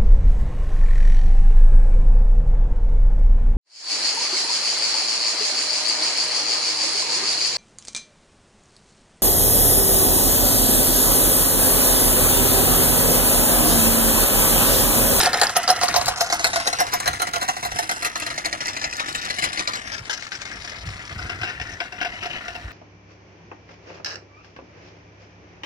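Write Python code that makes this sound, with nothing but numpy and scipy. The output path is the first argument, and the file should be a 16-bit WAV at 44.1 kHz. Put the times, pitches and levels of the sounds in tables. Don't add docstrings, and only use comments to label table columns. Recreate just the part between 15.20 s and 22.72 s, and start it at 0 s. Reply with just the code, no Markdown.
import sys
import numpy as np
from scipy import signal
from scipy.fft import rfft, irfft, next_fast_len
from scipy.io import wavfile
from scipy.ndimage import uniform_filter1d, map_coordinates

SR = 44100
rng = np.random.default_rng(int(sys.argv[2]) if len(sys.argv) > 2 else 0)


def generate_wav(signal):
    frames = np.transpose(np.atleast_2d(signal))
    scaled = np.clip(frames, -1, 1) * 32767
    pcm = np.round(scaled).astype(np.int16)
    wavfile.write(sys.argv[1], SR, pcm)


N = 331632
TIME = np.arange(N) / SR

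# pitch_hz, level_db, t60_s
GEARBOX_MODES = [(571, -23, 0.1), (698, -3, 0.11), (728, 0, 0.1), (782, -9, 0.09), (888, -17, 0.08)]
# time_s, pipe_chatter_db, film_rustle_db
UNROLLING = [(0.0, -23, -14), (.115, -25, -32), (.2, -27.5, -33), (0.38, -33.5, -31), (0.71, -28.5, -28),
             (0.98, -46, -32.5), (1.19, -36, -29), (2.14, -31, -37), (2.32, -36, -35.5), (3.2, -33, -33.5),
             (4.31, -31, -29), (4.66, -33, -37), (4.87, -38.5, -39.5), (5.08, -40, -39), (5.3, -35, -37),
             (5.75, -37, -38.5), (6.16, -31.5, -42), (6.37, -38.5, -51), (6.52, -34, -39), (6.59, -41, -50),
             (6.65, -32.5, -41), (6.7, -49, -60), (6.79, -36, -47), (7.14, -31, -43.5), (7.52, -39.5, -54)]
# start_s, blow_db, lead_s, lead_rel_db, rebound_s, rebound_rel_db, ring_rel_db,
# grind_rel_db, tooth_crack_db
GEAR_BEATS = [(.059, -7.5, 0.029, -6.5, 0.072, -4, 4.5, -7.5, -38),
              (.214, -3.5, 0.018, -18, 0.08, -13, 0.5, -23, -19),
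              (0.3649, -6, .006, -10, 0.07, -12, 3.5, -9, -12.5),
              (.501, -6.5, 0.024, -1, 0.06, -12, 5, -6.5, -13),
              (0.6328, -5.5, 0.021, -4, 0.052, -3.5, 4.5, -8, -16),
              (.762, -6.5, 0.021, -0.5, 0.05, -4.5, 8.5, -5.5, -12),
              (0.881, -5.5, 0.015, -8, 0.079, -14, 3.5, -18, -18),
              (1.0085, -3, 0.031, -13.5, 0.054, -14.5, -1, -13, -15.5),
              (1.125, -3.5, 0.025, -8, 0.069, -8, -0.5, -16, -28),
              (1.243, 0, 0.016, -21, 0.038, -27, -5, -25, -17),
              (1.3587, -3.5, 0.027, -4.5, 0.041, -9, 1, -28, -25),
              (1.473, -4.5, 0.017, -11, 0.055, -4, -4, -7, -13),
              (1.603, -4.5, 0.016, -7.5, 0.064, -12.5, 6, -5.5, -11.5),
              (1.737, -8.5, 0.015, -10, .064, -6.5, 4, -4, -15),
              (1.876, -5.5, 0.018, -6, .055, -11, 1.5, -16, -14.5),
              (2.018, -8, 0.02, -6.5, 0.051, -7.5, 2.5, -13, -17.5),
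              (2.1595, -11.5, 0.025, 0, 0.061, -5, 2, -11, -31),
              (2.286, -8.5, .007, -6.5, 0.079, -9, 3.5, -22, -39),
              (2.45, -14.5, 0.023, -1, 0.066, -3.5, 5, -11, -23),
              (2.587, -9, 0.028, -8, 0.04, -9.5, 2, -27, -40),
              (2.712, -12, 0.02, 1, 0.049, -9.5, -1.5, -23, -34),
              (2.847, -9, 0.025, -4.5, 0.026, -20, -8, -21, -26)]


def undb(db):
    return np.exp(np.asarray(db) * (np.log(10) / 20))


def curves(table):
    time_s, *columns = np.transpose(table)
    return [np.interp(TIME, time_s, column) for column in columns]


def unit(x, span_s=None):
    head = x if span_s is None else x[:int(span_s * SR)]
    return x / np.sqrt(np.mean(head ** 2) + 1e-18)


def response(colour, size=2048):
    hz, db = np.transpose(colour)
    bins_hz = np.maximum(np.fft.rfftfreq(size, 1 / SR), 1)
    bins_db = np.interp(np.log(bins_hz), np.log(hz), db)
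    cepstrum = irfft(np.log(undb(bins_db)))
    cepstrum[1:size // 2] *= 2
    cepstrum[size // 2 + 1:] = 0
    return irfft(np.exp(rfft(cepstrum)))


def varied_response(colour, scatter_db, size):
    hz, db = np.transpose(colour)
    return response(np.transpose([hz, db + scatter_db * rng.standard_normal(len(hz))]), size)


def through(x, ir):
    size = next_fast_len(len(x) + len(ir), True)
    spectrum = rfft(x.astype(np.float32), size) * rfft(ir.astype(np.float32), size)
    return irfft(spectrum, size)[:len(x)].astype(float)


def shelf(x, hz, db):
    low = signal.sosfiltfilt(signal.butter(3, hz, fs=SR, output="sos"), x)
    return low + undb(db) * (x - low)


def walk(rate_hz):
    hop = int(SR / rate_hz)
    steps = np.repeat(rng.standard_normal(N // hop + 1), hop)
    return unit(uniform_filter1d(steps, hop)[:N])


def add(track, start_s, sound):
    i = min(max(int(start_s * SR), 0), N)
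    track[i:i + len(sound)] += sound[:N - i]


def crunch(t, rise_s, decay_s, tail_db, tail_s, strikes=((0, 0),)):
    power = (undb(tail_db) * (1 - np.exp(-t / rise_s)) * np.exp(-t / tail_s)) ** 2
    for start_s, db in strikes:
        age_s = np.maximum(t - start_s, 0)
        power = power + (undb(db) * (1 - np.exp(-age_s / rise_s)) * np.exp(-age_s / decay_s)) ** 2
    uneven_db = 2.5 * unit(uniform_filter1d(rng.standard_normal(len(t)), size=110))
    return np.sqrt(power) * undb(uneven_db) * rng.standard_normal(len(t))


def bounces(gap_s=0.0055, step_db=-5):
    first_s, second_s = gap_s * rng.uniform(0.6, 1.4, 2)
    return [(0, 0), (first_s, step_db), (first_s + second_s, 2 * step_db)]


def ring(t, modes, rise_s, scatter_db, detune):
    hz, db, t60_s = np.transpose(modes)[:, :, None]
    weight, shift, phase = rng.standard_normal((3, len(modes), 1))
    waves = np.sin(2 * np.pi * (hz * (1 + detune * shift) * t + phase))
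    decay = np.exp(-np.minimum(np.log(1000) * t / t60_s, 20))
    return (undb(db + scatter_db * weight) * waves * decay).sum(0) * (1 - np.exp(-t / rise_s))


def ticks(rate_hz, decay_s, hiss, spread_db=3.5):
    size = undb(spread_db * np.minimum(rng.exponential(size=N), 2))
    hits = size * (rng.random(N) < rate_hz / SR)
    power = np.abs(signal.lfilter([1], [1, -np.exp(-2 / (decay_s * SR))], hits ** 2))
    return (unit(np.sqrt(power)) + hiss) * rng.standard_normal(N) / (1 + hiss)


def roaming(x, colour, scatter_db, count):
    out, hop = np.zeros(N), N // count
    fade = signal.windows.hann(2 * hop, sym=False)
    padded = np.pad(x, (hop, 2 * hop))
    for start in range(0, N + hop, hop):
        piece = padded[start:start + 2 * hop]
        ir = varied_response(colour, scatter_db, size=1024)
        piece = signal.fftconvolve(piece * fade[:len(piece)], ir / np.linalg.norm(ir))
        add(out, (start - hop) / SR, piece[max(hop - start, 0):])
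    return unit(out)


def blows():
    # start_s, level_db, snap_rel_db
    stray_knocks = [(0.001, -11, -2), (.141, -10, -11), (0.172, -17, 9), (0.233, -8, 9), (.489, -9, 0),
                    (.777, -15, -1), (1.231, -24, -7), (1.267, -11, 11.5), (1.83, -27, -8),
                    (2.213, -14.5, 2), (2.228, -18, 10), (2.862, -13, 6), (2.956, -12.5, 1),
                    (2.999, -20.5, 8), (3.021, -15.5, -8), (3.064, -14.5, 2), (3.102, -16, -12),
                    (3.178, -12.5, -10), (3.247, -13.5, -1), (3.255, -12.5, 6.5), (3.327, -11, -4),
                    (3.405, -12.5, -7), (3.456, -17, -5), (3.481, -12.5, -2), (3.533, -39, -7),
                    (3.565, -15.5, 5.5), (3.614, -15, -2), (3.641, -10, -9), (3.727, -18.5, 2),
                    (3.796, -11, -3), (3.884, -17, 5), (3.948, -16.5, 9.5), (4.047, -20, 11),
                    (4.099, -15, 6), (4.185, -15, 12), (4.222, -12.5, 12), (4.239, -8, 5.5), (4.33, -19, 9),
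                    (4.373, -13, -5), (4.393, -10, -4), (4.474, -8.5, -2), (4.533, -15, 2), (4.554, -18, 6)]
    glance = (-0.5, -28)  # ring_rel_db, grind_rel_db
    glance_snap_db = -0.5
    rows = [(s, db, *glance, snap_db) for s, db, snap_db in stray_knocks]
    for s, db, lead_s, lead_db, rebound_s, rebound_db, ring_db, grind_db, _ in GEAR_BEATS:
        rows += [(s - lead_s, db + lead_db, *glance, glance_snap_db),
                 (s, db, ring_db, grind_db, 0),
                 (s + rebound_s, db + rebound_db, *glance, glance_snap_db)]
    return rows


def knocks():
    # freq_hz, level_db
    snap_colour = [(6000, -16), (7400, 3.5), (8600, -1.5), (10000, 0.5), (11000, 0), (11800, -44),
                   (13200, 0), (14200, -11), (16000, -35)]
    clack_colour = [(1800, -39), (3000, -34), (3500, -7.5), (4100, 2), (4600, -6.5), (4950, -7.5),
                    (5400, 2.5), (5800, -0.5), (6400, 2), (7400, -7), (8600, -13.5), (10500, -2),
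                    (12000, -26), (16000, -31)]
    clank_colour = [(90, -24), (170, -10.5), (250, -19), (340, -7.5), (520, -1), (700, 0.5), (1000, 1.5),
                    (1420, 4.5), (1650, -0.5), (1950, -1), (2250, -11.5), (2800, -10), (3300, -9.5),
                    (4500, -30.5)]
    # pitch_hz, level_db, t60_s
    clink_modes = [(3930, -54, 0.011), (4200, 8, 0.015), (4750, 19, 0.023), (5230, 13, 0.025),
                   (5870, 8, 0.012), (6820, -13, 0.011), (8000, -36, 0.015)]
    pipe_modes = [(309.5, -5.5, 0.22), (1380, -7, 0.03), (1540, -42, 0.11), (1930, 3, 0.029),
                  (1922, 12.5, 0.057), (2024, 3.5, 0.18), (2147, 6.5, 0.081), (2444, 11, 0.023),
                  (2700, -1, 0.11), (3020, -11, 0.25)]
    # time_s, pipe_rel_db, clink_rel_db, rattle_ms, clank_rel_db, gearbox_rel_db
    balance = [(0, -55, 3, 2.8, -8, -12), (1.2, 2.5, -3.5, 1.7, -18.5, -15.5),
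               (2.0, -15.5, -22, 5.3, -9.5, -16), (2.6, 1, -15, 4.1, -13.5, -13),
               (3.2, 1.5, -1, 7.3, -13.5, -26.5), (4.25, 4, -12, 12, -15.5, -44),
               (4.48, -1.5, -3, 11, -15, -28.5)]
    out, t = np.zeros(N), np.arange(SR // 7) / SR
    snap_ir, mix, chatter_db = response(snap_colour), np.array(curves(balance)), curves(UNROLLING)[0]
    for start_s, db, ring_db, grind_db, snap_rel_db in blows():
        i = max(int(start_s * SR), 0)
        pipe_db, clink_db, rattle_ms, clank_rel_db, box_rel_db = mix[:, i]
        clack_gain, clank_gain = undb(db - 14.5), undb(db + clank_rel_db)
        box_gain = undb(db + box_rel_db + ring_db)
        firm_db = 0.06 * (db - chatter_db[i] - 31)
        snap_gain = undb(db - 16 + snap_rel_db + firm_db + 2 * rng.standard_normal())
        rattle_s, strikes = rattle_ms / 1000, bounces()
        clack_ir = varied_response(clack_colour, scatter_db=3.5, size=512)
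        clank_ir = varied_response(clank_colour, scatter_db=2.5, size=1024)

        snap = crunch(t, 0.0004, 0.5 * rattle_s, tail_db=-26, tail_s=0.018, strikes=strikes)
        snap = unit(through(snap, snap_ir), 0.014)
        clack = crunch(t, 0.00015, 0.7 * rattle_s, tail_db=-15, tail_s=0.025, strikes=strikes)
        clink = ring(t, clink_modes, rise_s=0.00041, scatter_db=5, detune=0.025)
        clack = unit(through(clack, clack_ir), 0.019) + undb(clink_db) * unit(clink, 0.01)
        clank = crunch(t, 0.0024, 2 * rattle_s, tail_db=-18.5, tail_s=0.067)
        pipe = ring(t, pipe_modes, rise_s=0.0002, scatter_db=5, detune=0.04)
        clank = unit(through(clank, clank_ir), 0.022) + undb(pipe_db) * unit(pipe, 0.012)
        box = unit(ring(t, GEARBOX_MODES, rise_s=0.0047, scatter_db=4, detune=0.02), 0.037)
        add(out, start_s, snap_gain * snap + clack_gain * clack + clank_gain * clank + box_gain * box)

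        burst = rng.standard_normal(len(t)) * np.exp(-t / 0.0058)
        grind = clack_gain * unit(through(burst, clack_ir), 0.05)
        grind += clank_gain * unit(through(burst, clank_ir), 0.035)
        swell = grind[:np.clip(i, 1, SR // 30)][::-1]
        add(out, start_s - len(swell) / SR, undb(grind_db) * swell)
    return out


def shaking(depth_db=4.5, settle_s=0.035):
    jolt, t = np.zeros(N), np.arange(SR // 5) / SR
    for start_s, *_ in blows():
        add(jolt, start_s, np.exp(-t / settle_s))
    jolt = np.minimum(jolt, 1)
    return undb(depth_db * (jolt - uniform_filter1d(jolt, size=SR // 2)))


def curtain():
    # freq_hz, level_db
    chatter_colour = [(120, -10.5), (300, -1.5), (560, -11), (715, 3.5), (830, -13.5), (1100, -9.5),
                      (1420, 2), (1550, -4.5), (1720, 3.5), (2080, 0.5), (2260, -5.5), (2750, -9.5),
                      (3400, -17.5), (5000, -22.5)]
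    film_colour = [(1800, -5), (2900, 0.5), (3400, -4), (3800, 1), (4500, -3), (4950, 1), (5500, 4.5),
                   (6100, 0), (7500, 0), (10000, 2.5), (12000, -7.5), (13500, -35), (16000, -58)]
    chatter_db, film_db = curves(UNROLLING)
    contacts = ticks(rate_hz=190, decay_s=0.0068, hiss=0.13)
    chatter = roaming(contacts, chatter_colour, scatter_db=1.5, count=70)
    crackle = ticks(rate_hz=230, decay_s=0.003, hiss=0.16, spread_db=4)
    film = roaming(crackle, film_colour, scatter_db=2.5, count=90)
    return shaking() * (undb(chatter_db) * chatter + undb(film_db) * film)


def wind(breeze_db=-50.5, hush_db=-49):
    # freq_hz, level_db
    rumble_colour = [(20, -40), (45, -1), (75, 0), (110, 1), (170, -9.5), (300, -29), (700, -32),
                     (2000, -56)]
    hush_colour = [(30, -36), (100, -1), (300, -10.5), (1000, -9), (4000, -20), (10500, -35.5),
                   (15000, -57)]
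    # centre_s, level_db, half_width_s
    gusts = [(1.151, -45.5, 0.4), (5.93, -41.5, 0.44)]
    # start_s, level_db
    eddies = [(4.668, -46), (4.799, -41.5), (5.659, -39), (5.69, -41), (5.919, -38), (5.955, -36),
              (6.038, -35), (6.21, -34.5), (6.4, -37.5), (7.442, -32.5)]
    gust_power = sum(undb(db) ** 2 * np.exp(-((TIME - s) / width_s) ** 2) for s, db, width_s in gusts)
    flow = np.sqrt(undb(breeze_db) ** 2 + gust_power)
    rumble_ir, hush_ir = response(rumble_colour), response(hush_colour)
    mid, side = (unit(through(rng.standard_normal(N), rumble_ir)) for _ in range(2))
    rumble = (mid + undb(-20) * np.array([side, -side])) * flow * undb(4.2 * walk(rate_hz=14))
    buffets, t = np.zeros(N), np.arange(SR // 5) / SR
    for start_s, db in eddies:
        eddy = through(rng.standard_normal(len(t)) * t * np.exp(-t / 0.0056), rumble_ir)
        add(buffets, start_s, undb(db) * unit(eddy, 0.04))
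    left, right, common = (unit(through(rng.standard_normal(N), hush_ir)) for _ in range(3))
    return rumble + buffets + undb(hush_db) * (common + 0.5 * np.array([left, right]))


def pawl():
    # start_s, level_db
    flicks = [(.032, -12.5), (.197, -21), (.431, -22), (.591, -29), (.72, -31), (.858, -16), (1.044, -25),
              (1.1, -30), (1.143, -17), (1.5, -28), (1.801, -17), (2.182, -30), (2.976, -27), (2.999, -23),
              (3.469, -19), (3.767, -21), (3.925, -24), (4.519, -30)]
    # freq_hz, level_db
    colour = [(1500, -14), (3200, -16), (4400, -4), (5800, -6), (7300, 0), (8700, -3), (10300, 0),
              (11900, -16), (13400, -3), (16000, -22)]
    out, t = np.zeros(N), np.arange(SR // 20) / SR
    for start_s, db in flicks:
        burst = crunch(t, rise_s=0.0003, decay_s=0.0025, tail_db=-22, tail_s=0.008)
        click = through(burst, varied_response(colour, scatter_db=2, size=256))
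        add(out, start_s, undb(db) * unit(click, 0.004))
    return out


def teeth():
    # freq_hz, level_db
    colour = [(5000, -43), (10500, 11), (11800, -11), (13000, 8), (13800, 6), (15000, -8), (16000, -26)]
    out, t = np.zeros(N), np.arange(SR // 14) / SR
    for start_s, *_, crack_db in GEAR_BEATS:
        burst = crunch(t, rise_s=0.0002, decay_s=0.0025, tail_db=-26, tail_s=0.008, strikes=bounces())
        crack = through(burst, varied_response(colour, scatter_db=2.5, size=256))
        add(out, start_s, undb(crack_db) * unit(crack, 0.0033))
    return out


def handle(t60_s=0.0064):
    # start_s, level_db, pitch_hz
    chinks = [(.0595, -20, 4060), (.269, -17, 4740), (0.4783, -15, 4390), (0.503, -8, 5020),
              (0.682, -19.5, 4340), (0.742, -17, 4680), (0.763, -11.5, 4900), (1.4755, -15, 3690),
              (3.259, -22, 4130), (3.952, -25, 2580)]
    # pitch_ratio, level_db
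    partials = [(.9, -20), (1, -4), (1.07, 6), (1.25, -9)]
    out, t = np.zeros(N), np.arange(SR // 14) / SR
    for start_s, db, pitch_hz in chinks:
        modes = [(pitch_hz * ratio, mode_db, t60_s) for ratio, mode_db in partials]
        chink = ring(t, modes, rise_s=0.0004, scatter_db=2, detune=0.012)
        add(out, start_s, undb(db) * unit(chink, 0.006))
    return out


def folds(cracks_per_s=800, crack_s=0.0003, rub=0.8):
    # start_s, level_db, decay_s
    crinkles = [(4.674, -31.5, 0.0087), (4.718, -27.5, 0.027), (4.737, -28, 0.012), (4.779, -29.5, 0.0073),
                (4.854, -33.5, 0.003), (4.8953, -19.5, 0.019), (4.912, -36, 0.012), (4.929, -21, 0.013),
                (4.974, -29.5, 0.0047), (5.023, -29, 0.0074), (5.067, -31.5, 0.005), (5.119, -25, 0.022),
                (5.152, -27.5, 0.005), (5.216, -26.5, 0.0058), (5.253, -30.5, 0.023), (5.312, -31, 0.021),
                (5.421, -34, 0.0024), (5.447, -29.5, 0.0052), (5.475, -28, .007), (5.496, -30, 0.0046),
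                (5.518, -31, 0.0062), (5.558, -32, .008), (5.672, -33, .004), (5.689, -31.5, 0.0044),
                (5.779, -40, .005), (5.852, -34, .004), (5.876, -35, .004), (5.895, -35, 0.0041),
                (5.925, -33, .006), (6.026, -32, 0.0033), (6.471, -40, .004), (6.519, -40, .004),
                (6.537, -38, 0.0037), (6.722, -39, 0.005)]
    # freq_hz, level_db
    colour = [(200, -23), (600, -3.5), (1100, -6.5), (1700, 5), (2400, -4), (3300, -8.5), (4400, -8),
              (5400, 3), (6500, -7), (8000, -11), (11000, -9), (15000, -15)]
    out, t = np.zeros(N), np.arange(SR // 7) / SR
    for start_s, db, decay_s in crinkles:
        cracks = rng.random(len(t)) < cracks_per_s / SR
        cracks[0] = True
        crack_power = signal.lfilter([1], [1, -np.exp(-1 / (crack_s * SR))], cracks)
        grain = np.sqrt(crack_power + rub ** 2)
        burst = grain * crunch(t, rise_s=0.0002, decay_s=decay_s, tail_db=-36, tail_s=0.025)
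        crinkle = through(burst, varied_response(colour, scatter_db=1.8, size=512))
        add(out, start_s, undb(db) * unit(crinkle, 0.01))
    return out


def sill_bumps():
    # start_s, level_db, decay_s, ring_rel_db
    landings = [(5.989, -29, 0.0076, -12), (6.094, -24.5, 0.02, -10), (6.213, -25, 0.01, -12.5),
                (6.231, -22.5, 0.022, -8), (6.274, -27.5, 0.048, -16), (6.398, -29, 0.0035, -9),
                (6.413, -27, 0.0065, -18), (6.602, -21.5, 0.01, -11), (6.723, -31.5, 0.016, -8),
                (6.812, -21.5, 0.021, -10.5), (6.847, -24, 0.019, -3.5), (7.026, -25.5, 0.035, -10),
                (7.055, -25, 0.0087, -4.5), (7.281, -28, 0.0039, -7), (7.352, -30.5, 0.014, -3.5)]
    # freq_hz, level_db
    colour = [(150, -21), (350, -2), (560, -9), (720, -15), (870, -8), (1150, -6), (1530, 3.5),
              (2100, -0.5), (2400, -4), (2700, 3), (3150, -10.5), (4600, -16), (5100, -7.5), (6400, -18.5),
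              (10000, -15), (14000, -20)]
    out, t = np.zeros(N), np.arange(SR // 6) / SR
    for start_s, db, decay_s, ring_db in landings:
        burst = crunch(t, rise_s=0.00087, decay_s=decay_s, tail_db=-16, tail_s=0.048)
        thud = unit(through(burst, varied_response(colour, scatter_db=1.5, size=1024)), 0.016)
        box = unit(ring(t, GEARBOX_MODES, rise_s=0.0088, scatter_db=2.5, detune=0.01), 0.035)
        add(out, start_s, undb(db) * (thud + undb(ring_db) * box))
    return out


def sill_scrapes(rise_s=0.032):
    # peak_s, level_db, decay_s
    drags = [(6.25, -36, 0.07), (6.825, -30.5, 0.06), (7.04, -32, 0.024), (7.14, -29.5, 0.05)]
    # freq_hz, level_db
    colour = [(1500, -13.5), (2200, -15), (2450, -3.5), (2680, -4.5), (2950, -3.5), (3300, -14),
              (4200, -24), (7000, -32)]
    pressure = sum(undb(db) * np.exp(-np.maximum((peak_s - TIME) / rise_s, (TIME - peak_s) / decay_s))
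                   for peak_s, db, decay_s in drags)
    contacts = ticks(rate_hz=130, decay_s=0.0048, hiss=0.17)
    return pressure * unit(through(contacts, response(colour)))


def wall(x, decay_s, count):
    t = np.arange(SR // 8) / SR
    highs = signal.sosfilt(signal.butter(2, 900, "high", fs=SR, output="sos"), x)
    out, hop = np.zeros((2, N)), N // count
    for start in range(0, N, hop):
        for side in out:
            ir = rng.standard_normal(len(t)) * np.exp(-t / decay_s)
            add(side, start / SR, signal.fftconvolve(highs[start:start + hop], ir / np.linalg.norm(ir)))
    return out


def scene():
    # time_s, left_lag_ms, left_minus_right_db, treble_shade_db
    bearing = [(0, 0.018, 0.5, -0.5), (.8, 0.047, 0.5, -5), (1.3, 0.24, 1, -8), (1.9, 0.46, 3, -5),
               (2.8, 0.37, -0.5, -3.5), (3.3, 0.4, 2, -11), (4.5, 0.395, 7.5, -16.5), (5.0, 0.16, 11, -23),
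               (5.7, 0.19, 6, -25), (7.5, 0.17, 8, -19)]
    # freq_hz, gain_db
    left_colour = [(100, 2.5), (620, -3.5), (1200, -0.5), (4500, 4), (8000, -5), (14000, -8)]
    lag_ms, pan_db, shade_db = curves(bearing)
    source = knocks() + teeth() + pawl() + handle() + curtain() + sill_scrapes() + folds() + sill_bumps()
    late = map_coordinates(source, [np.arange(N) - lag_ms * SR / 1000], order=3)
    direct = undb(-4) * np.array([through(late, response(left_colour)), source])
    scatter = undb(-7.5) * wall(source, decay_s=0.007, count=24)
    shaded = shelf(direct + scatter, hz=7100, db=shade_db)
    return shelf(shaded, hz=1660, db=np.array([pan_db, -pan_db]) / 2) + wind()


def record(dry):
    top_hz = 15800
    return signal.sosfilt(signal.ellip(8, 0.2, 70, top_hz, fs=SR, output="sos"), np.tanh(dry))


dry = scene()
out = record(dry)
generate_wav(out)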